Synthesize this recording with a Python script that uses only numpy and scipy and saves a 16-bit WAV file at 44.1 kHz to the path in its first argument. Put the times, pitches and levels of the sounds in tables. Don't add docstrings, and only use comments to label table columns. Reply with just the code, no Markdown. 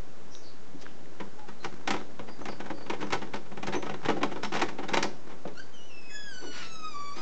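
import sys
import numpy as np
from scipy import signal
from scipy.fft import rfft, irfft
from scipy.io import wavfile
from scipy.ndimage import uniform_filter1d

SR = 44100
rng = np.random.default_rng(int(sys.argv[2]) if len(sys.argv) > 2 else 0)


def waveform_to_disk(signal):
    frames = np.transpose(np.atleast_2d(signal))
    scaled = np.clip(frames, -1, 1) * 32767
    samples = np.round(scaled).astype(np.int16)
    wavfile.write(sys.argv[1], SR, samples)


N = 318133
TIME = np.arange(N) / SR

# start_s, scrape_s, strength_db,
# hardness_db (+ bright, - dull)
LOCK_KNOCKS = [(.811, 0.013, -60.5, 17), (1.198, .009, -41, -3), (1.388, .007, -55.5, 2),
               (1.477, 0.016, -47.5, 0), (1.631, 0.0066, -53.5, 7), (1.643, 0.0078, -36.5, 2.5),
               (1.874, .004, -30.5, 3), (1.905, 0.0051, -30.5, 4.5), (1.934, 0.01, -35.5, -2),
               (1.962, 0.0052, -44, 1.5), (2.192, 0.0028, -43.5, -4.5), (2.277, 0.01, -47, -3),
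               (2.414, .001, -50, -7), (2.454, .003, -42.5, 3.5), (2.483, .005, -40, -1.5),
               (2.515, .014, -48.5, 0), (2.595, .018, -41.5, -1.5), (2.658, 0.0059, -45.5, -1),
               (2.696, 0.013, -39, -4), (2.898, 0.0042, -34, 0), (2.926, 0.018, -40, -2),
               (3.007, .012, -41.5, 0.5), (3.027, 0.0018, -39, -4.5), (3.103, 0.0045, -42, 2.5),
               (3.123, 0.0089, -28.5, 3), (3.213, 0.015, -40.5, -2.5), (3.334, .011, -37, 0),
               (3.354, .014, -45, 4.5), (3.516, 0.006, -48.5, -5.5), (3.571, .005, -44, -2),
               (3.628, 0.0059, -38.5, 0), (3.668, 0.0047, -39, 5.5), (3.681, 0.00083, -40, -6.5),
               (3.722, .03, -32.5, -0.5), (3.762, 0.0083, -42, -11.5), (3.824, .004, -40.5, -0.5),
               (3.85, 0.021, -40.5, -1.5), (3.892, 0.007, -38.5, -2.5), (3.939, 0.0079, -42.5, -0.5),
               (4.048, .012, -34.5, 0.5), (4.085, .006, -28.5, -3.5), (4.1, 0.0037, -34, -0.5),
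               (4.161, 0.01, -48.5, -14), (4.208, 0.013, -40.5, -5), (4.231, 0.0038, -28.5, -0.5),
               (4.308, 0.017, -41.5, -2), (4.359, 0.0049, -42.5, -3.5), (4.427, 0.012, -36, 3.5),
               (4.443, 0.011, -37.5, 4.5), (4.519, .009, -37, 0.5), (4.534, 0.023, -32.5, 2),
               (4.556, 0.017, -35.5, 4), (4.588, 0.016, -37, 3), (4.615, 0.0069, -27.5, 1.5),
               (4.686, 0.0068, -41.5, 2), (4.784, 0.013, -40, -4.5), (4.824, 0.018, -41, -2.5),
               (4.883, 0.007, -39, 4.5), (4.913, 0.0057, -46, -4), (4.934, 0.0088, -27.5, 3.5),
               (4.971, 0.0011, -27.5, 2), (5.026, 0.0039, -33, 10.5), (5.04, 0.0018, -37.5, -4),
               (5.285, 0.062, -48, -1), (5.452, 0.0042, -47.5, -12), (5.472, 0.011, -51.5, 2.5)]
# low_hz, high_hz, fade_s (to fall 60 dB)
KNOCK_BANDS = [(104, 550, 0.23), (645, 1180, 0.1), (1326, 2990, 0.092), (3330, 7100, 0.097)]
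# share_db, extra_db_per_hardness_db
BAND_SHARES = [(1.7, -0.96), (1.23, -0.16), (-2.5, 0.39), (-11.5, 1.11)]
# pitch_hz, level_db, fade_s
DOOR_NOTES = [(158.3, -4.5, .13), (205, 1.5, 0.2), (296, 1.5, 0.32), (337.6, 2, 0.14), (368, 1.5, 0.17),
              (449, -12, 0.072), (568.4, -2, 0.27), (723.5, -6, 0.16), (795, 5, 0.11), (890, 3.5, 0.15),
              (956, 1.5, 0.13), (994, -1.5, 0.17), (1113, -14, 0.2), (1299, -0.5, 0.14), (1487, 3.5, 0.078),
              (1855, -2.5, 0.12), (2200, -9.5, 0.11), (2470, -13.5, 0.1), (2834, -0.5, 0.057),
              (3520, -5, 0.14), (3895, 12, 0.031), (4380, 6, .06), (5130, -11, .06), (5400, -6.5, .06),
              (5900, -7, .06)]
# pitch_hz, level_db
CRACK_COLOUR = [(80, -4), (160, -5.5), (250, -6.5), (340, 0), (520, 2), (630, -11.5), (760, 6.5),
                (1300, -2), (2300, 0), (2750, -6), (3200, -1), (5500, 3), (6800, -1.5), (7800, -4.5)]
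# pitch_hz, level_db
KEY_RUB_COLOUR = [(60, -8.5), (170, 4), (360, 5.5), (620, -9.5), (850, -6), (1500, -6), (3000, -22),
                  (6000, -23.5), (8000, -34.5)]
# time_s, pitch_hz
LOUD_HINGE_PITCH = [(6.09, 1702), (6.24, 1681), (6.315, 1590), (6.335, 1507), (6.612, 1448), (6.63, 1343),
                    (6.81, 1269), (6.89, 1243), (6.945, 1157), (7.135, 1146), (7.155, 1240), (7.22, 1247)]
CATCH_PITCH = [(5.55, 1398), (5.572, 1377), (5.615, 1640)]
THIN_HINGE_PITCH = [(5.725, 3210), (5.755, 3090), (5.79, 2870), (5.85, 2977), (5.885, 2970), (5.91, 2694),
                    (6.06, 2553), (6.19, 2590)]
# time_s, boost_db
HINGE_GRIP = [(6.1, -8), (6.16, 3), (6.2, -4), (6.27, 0), (6.36, 4.5), (6.44, -1), (6.5, 4.5), (6.7, -1),
              (6.87, 5.5), (6.92, -6), (6.965, 5), (7.06, -4), (7.12, 1), (7.16, -10), (7.21, 4)]
# pitch_hz, level_db
PLATE_COLOUR = [(2300, 5.5), (2900, -0.5), (3900, -2), (4700, 2.5), (5300, -3), (6000, -3), (7000, -6),
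                (8000, -17.5)]
# pitch_hz, half_width_hz, boost_db
PLATE_PEAKS = [(1152, 19, 14.5), (1245, 22, 8), (1608, 90, 10.5), (2660, 120, 4.5)]
# middle_s, length_s, level_db
HINGE_GRATES = [(6.44, 0.12, -56.5), (6.597, 0.22, -45.5), (7.186, 0.083, -48.5)]
# pitch_hz, level_db
GRATING_COLOUR = [(600, -3), (1400, 2.5), (2000, 4), (3000, -2), (4500, -0.5), (6500, -10), (8000, -20)]
# start_s, pitch_hz, level_db, fade_s
KEY_CHIMES = [(3.755, 6105, -38, .15), (4.436, 5355, -44, .22), (2.416, 6150, -54, .2),
              (3.02, 6090, -54, .25)]
# start_s, pitch_hz, level_db
DRY_TICKS = [(.351, 3800, -34), (.833, 700, -38), (.857, 1650, -37), (.865, 1550, -29), (1.058, 2030, -43),
             (2.417, 1170, -31), (5.477, 5900, -48)]
# start_s, length_s, pitch_hz, level_db
FOOTSTEPS = [(.735, 0.045, 230, -45), (6.396, 0.14, 336, -43.5), (6.413, 0.061, 846, -49.5),
             (7.144, 0.073, 303.3, -46.5), (7.164, 0.058, 913, -47)]
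# start_s, length_s, start_hz, end_hz, level_db, wobble_hz
FAINT_SQUEAKS = [(0.296, 0.096, 5340, 6030, -55, 416), (0.341, 0.12, 6180, 5900, -64, 427),
                 (0.407, 0.12, 4800, 4180, -57.5, 302), (0.785, 0.05, 4540, 5600, -61.5, 1300),
                 (0.799, 0.14, 3600, 2525, -63, 416.7), (1.36, 0.12, 837, 832, -52, 44.7),
                 (1.594, .045, 4100, 4120, -56.5, 80), (1.96, 0.068, 3780, 3650, -59.5, 250),
                 (2.262, 0.12, 4800, 4680, -61, 110), (2.475, 0.067, 5040, 4600, -54, 220),
                 (2.71, 0.18, 4640, 4560, -61, 130), (6.089, .03, 2090, 1750, -54, 120)]
# pitch_hz, level_db
BUILDING_COLOUR = [(30, -42), (70, -21.5), (169, -16.5), (400, -17), (683, -22.5), (1020, -25.5),
                   (1520, -28), (2310, -33.5), (4500, -36.5), (7000, -38), (8000, -47)]

TOP_HZ = 8150


def lock():
    out = np.zeros(N)
    for start_s, scrape_s, strength_db, hardness_db in LOCK_KNOCKS:
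        add(out, start_s, knock(scrape_s, strength_db, hardness_db))
    return out


def knock(scrape_s, strength_db, hardness_db, snap_db=4, snap_fade_s=0.0093):
    t = TIME[:SR // 8]
    slips = scrape(scrape_s)
    crack = noise(CRACK_COLOUR, len(t))
    notes = signal.fftconvolve(door_ring(t), slips)[:len(t)]
    snap = 1 + undb(snap_db) * fade(t, snap_fade_s)
    out = np.zeros(len(t))
    for (low_hz, high_hz, fade_s), (share_db, slope) in zip(KNOCK_BANDS, BAND_SHARES):
        crack_energy = signal.fftconvolve((snap * fade(t, fade_s)) ** 2, slips ** 2)[:len(t)]
        ring = band(crack * np.sqrt(np.abs(crack_energy)) + notes, low_hz, high_hz)
        ring *= np.sqrt(0.02 * SR / np.sum(ring ** 2))
        out += ring * undb(strength_db + share_db + slope * hardness_db)
    return out


def scrape(length_s, slips_per_s=2200, slip_size=0.5, rise_s=0.0016, catch_s=0.0076):
    t = TIME[:SR // 20]
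    sizes = slip_size * rng.standard_normal(len(t))
    slipping = (rng.random(len(t)) < slips_per_s / SR) & (t < length_s)
    slips = sizes * slipping * (1 - np.exp(-t / rise_s))
    slips[0] = 1 / (1 + (length_s / catch_s) ** 2)
    return slips


def door_ring(t, level_db=-17, detune=0.0098):
    hz, db, fade_s = np.transpose(DOOR_NOTES)[:, :, None]
    level_luck, sign_luck, pitch_luck = rng.standard_normal((3, len(hz), 1))
    gains = undb(db + level_db + 2 * level_luck) * np.sign(sign_luck)
    tones = np.sin(2 * np.pi * hz * (1 + detune * pitch_luck) * t)
    return (gains * fade(t, fade_s) * tones).sum(0)


def hand_pressure(push_s=0.33, growth=0.54):
    energy = np.zeros(N)
    for start_s, _, strength_db, _ in LOCK_KNOCKS:
        add(energy, start_s, undb([strength_db]) ** 2)
    swell = np.abs(signal.fftconvolve(energy, signal.windows.hann(int(push_s * SR)), "same"))
    return np.sqrt(swell / swell.max()) ** growth


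def key_rattle(pressure, start_s=2.4, end_s=4.95, taps_per_s=9, full_push_db=-45, scatter_db=2):
    out = np.zeros(N)
    for slot_s in np.arange(start_s, end_s, 1 / taps_per_s):
        tap_s = slot_s + rng.random() / taps_per_s
        strength_db = full_push_db + scatter_db * rng.standard_normal()
        tap = knock(scrape_s=0.007, strength_db=strength_db, hardness_db=-2.5)
        add(out, tap_s, pressure[int(tap_s * SR)] * tap)
    return out


def key_rub(pressure, full_push_db=-46, grain_db=4, swell_db=4.5):
    rub = noise(KEY_RUB_COLOUR, N)
    roughness = unit(undb(grain_db * wander(260, N) + swell_db * wander(35, N)))
    return rub * roughness * undb(full_push_db) * pressure


def key_chimes():
    out = np.zeros(N)
    for start_s, hz, db, fade_s in KEY_CHIMES:
        add(out, start_s, ping(hz, db, fade_s))
    return out


def hinges():
    loud = squeal(LOUD_HINGE_PITCH, base_db=-56, overtone_db=-51.5, jitter=0.0032, flutter_db=2,
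                  grip=HINGE_GRIP)
    catch = squeal(CATCH_PITCH, base_db=-51.5, overtone_db=-52.5, jitter=0.0069, flutter_db=4.5,
                   rasp=0.018)
    thin = squeal(THIN_HINGE_PITCH, base_db=-58.5, overtone_db=-63.5, jitter=0.005, flutter_db=0)
    return loud + catch + thin


def squeal(pitch, base_db, overtone_db, jitter, flutter_db, grip=None, rasp=0.0079, shimmer_db=3,
           rise_s=0.019, fall_s=0.028):
    times_s, pitches_hz = np.transpose(pitch)
    t = TIME[int(times_s[0] * SR):int(times_s[-1] * SR)]
    glide_hz = np.interp(t, times_s, pitches_hz)
    hz = glide_hz * (1 + jitter * wander(120, len(t)) + rasp * wander(1300, len(t)))
    phase = 2 * np.pi * np.cumsum(hz) / SR
    multiples = np.arange(2, 8)[:, None]
    shimmer = undb(shimmer_db * np.array([wander(25.2, len(t)) for _ in multiples]))
    weights = spectrum_gain(multiples * hz, PLATE_COLOUR) * (multiples * hz < TOP_HZ) * shimmer
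    overtones = (weights * np.sin(multiples * phase)).sum(0) / np.sqrt((weights ** 2).sum(0) + 1e-12)
    lift_db = sum(db / (1 + ((glide_hz - peak_hz) / width) ** 2) for peak_hz, width, db in PLATE_PEAKS)
    grip_db = np.interp(t, *np.transpose(grip)) if grip else 0
    tone = undb(base_db + lift_db + grip_db) * np.sin(phase)
    tone += undb(overtone_db + 0.34 * grip_db) * overtones
    envelope = np.clip(np.minimum((t - times_s[0]) / rise_s, (times_s[-1] - t) / fall_s), 0, 1)
    flutter = undb(flutter_db * wander(90, len(t)))
    out = np.zeros(N)
    add(out, times_s[0], np.sqrt(2) * tone * envelope * flutter)
    return out


def hinge_grating(grain_db=1.5):
    envelope = np.zeros(N)
    for middle_s, length_s, db in HINGE_GRATES:
        add(envelope, middle_s - length_s / 2, undb(db) * soft_edges(int(length_s * SR)))
    return noise(GRATING_COLOUR, N) * envelope * undb(grain_db * wander(500, N))


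def ticks(fade_s=0.0091):
    out = np.zeros(N)
    for start_s, hz, db in DRY_TICKS:
        add(out, start_s, ping(hz, db, fade_s))
    return out


def footsteps():
    out = np.zeros(N)
    for start_s, length_s, hz, db in FOOTSTEPS:
        size = int(length_s * SR)
        scuff = unit(band(rng.standard_normal(size), hz * 0.82, hz * 1.34, order=2))
        add(out, start_s, undb(db) * soft_edges(size) * scuff)
    return out


def squeaks():
    out = np.zeros(N)
    for start_s, length_s, start_hz, end_hz, db, wobble_hz in FAINT_SQUEAKS:
        size = int(length_s * SR)
        hz = np.linspace(start_hz, end_hz, size) + wobble_hz * wander(1200, SR)[:size]
        tone = np.sqrt(2) * np.sin(2 * np.pi * np.cumsum(hz) / SR)
        add(out, start_s, undb(db) * soft_edges(size) * tone)
    return out


def hallway_echo(x, low_fade_s=0.6, high_fade_s=0.37, build_s=0.0022):
    t = TIME[:SR * 2 // 3]
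    scatter = rng.standard_normal(len(t))
    lows = band(scatter, 45, 830, order=2) * fade(t, low_fade_s)
    highs = band(scatter, 900, 8100, order=2) * fade(t, high_fade_s)
    tail = (lows + highs) * (1 - np.exp(-(t / build_s) ** 2))
    return signal.fftconvolve(x, tail / np.sqrt(2 * np.sum(tail ** 2)))[:N]


def building_murmur(level_db=-52, waver_db=1):
    air = noise(BUILDING_COLOUR, N)
    waver = band(air, 80, 700, order=1) * (undb(waver_db * wander(3.1, N)) - 1)
    return undb(level_db) * (air + waver)


def undb(db):
    return 10 ** (np.asarray(db) / 20)


def unit(x):
    return x / np.sqrt(np.mean(x ** 2) + 1e-20)


def fade(t, fade_s):
    return np.exp(-np.log(1000) * t / fade_s)


def ping(hz, db, fade_s):
    t = TIME[:SR // 3]
    return undb(db) * fade(t, fade_s) * np.sin(2 * np.pi * hz * t)


def soft_edges(size):
    return signal.windows.tukey(size, 0.7)


def add(out, start_s, x):
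    i = max(int(start_s * SR), 0)
    out[i:i + len(x)] += x[:max(N - i, 0)]


def spectrum_gain(hz, colour):
    pitches_hz, db = np.transpose(colour)
    return undb(np.interp(np.log(hz + 1), np.log(pitches_hz), db))


def noise(colour, size):
    gains = spectrum_gain(np.fft.rfftfreq(size, 1 / SR), colour)
    return unit(irfft(rfft(rng.standard_normal(size)) * gains, size))


def band(x, low_hz, high_hz, order=3):
    edges_hz = [low_hz, min(high_hz, SR / 2 - 1)]
    return signal.sosfilt(signal.butter(order, edges_hz, "band", fs=SR, output="sos"), x)


def wander(turns_per_s, size):
    hold = max(int(SR / turns_per_s), 1)
    stairs = np.repeat(rng.standard_normal(size // hold + 2), hold)
    return unit(uniform_filter1d(stairs, hold))[:size]


def scene(near_echo_db=-13, far_echo_db=-4):
    pressure = hand_pressure()
    near = lock() + key_rattle(pressure) + key_rub(pressure) + key_chimes() + ticks() + footsteps()
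    far = hinges() + hinge_grating() + squeaks()
    echo = hallway_echo(undb(near_echo_db) * near + undb(far_echo_db) * far)
    return (near + far + echo + building_murmur())[None]


def record(dry):
    offset = -0.0487
    treble_cut = signal.ellip(10, 0.3, 80, TOP_HZ, fs=SR, output="sos")
    return signal.sosfilt(treble_cut, dry) + offset


dry = scene()
out = record(dry)
waveform_to_disk(out)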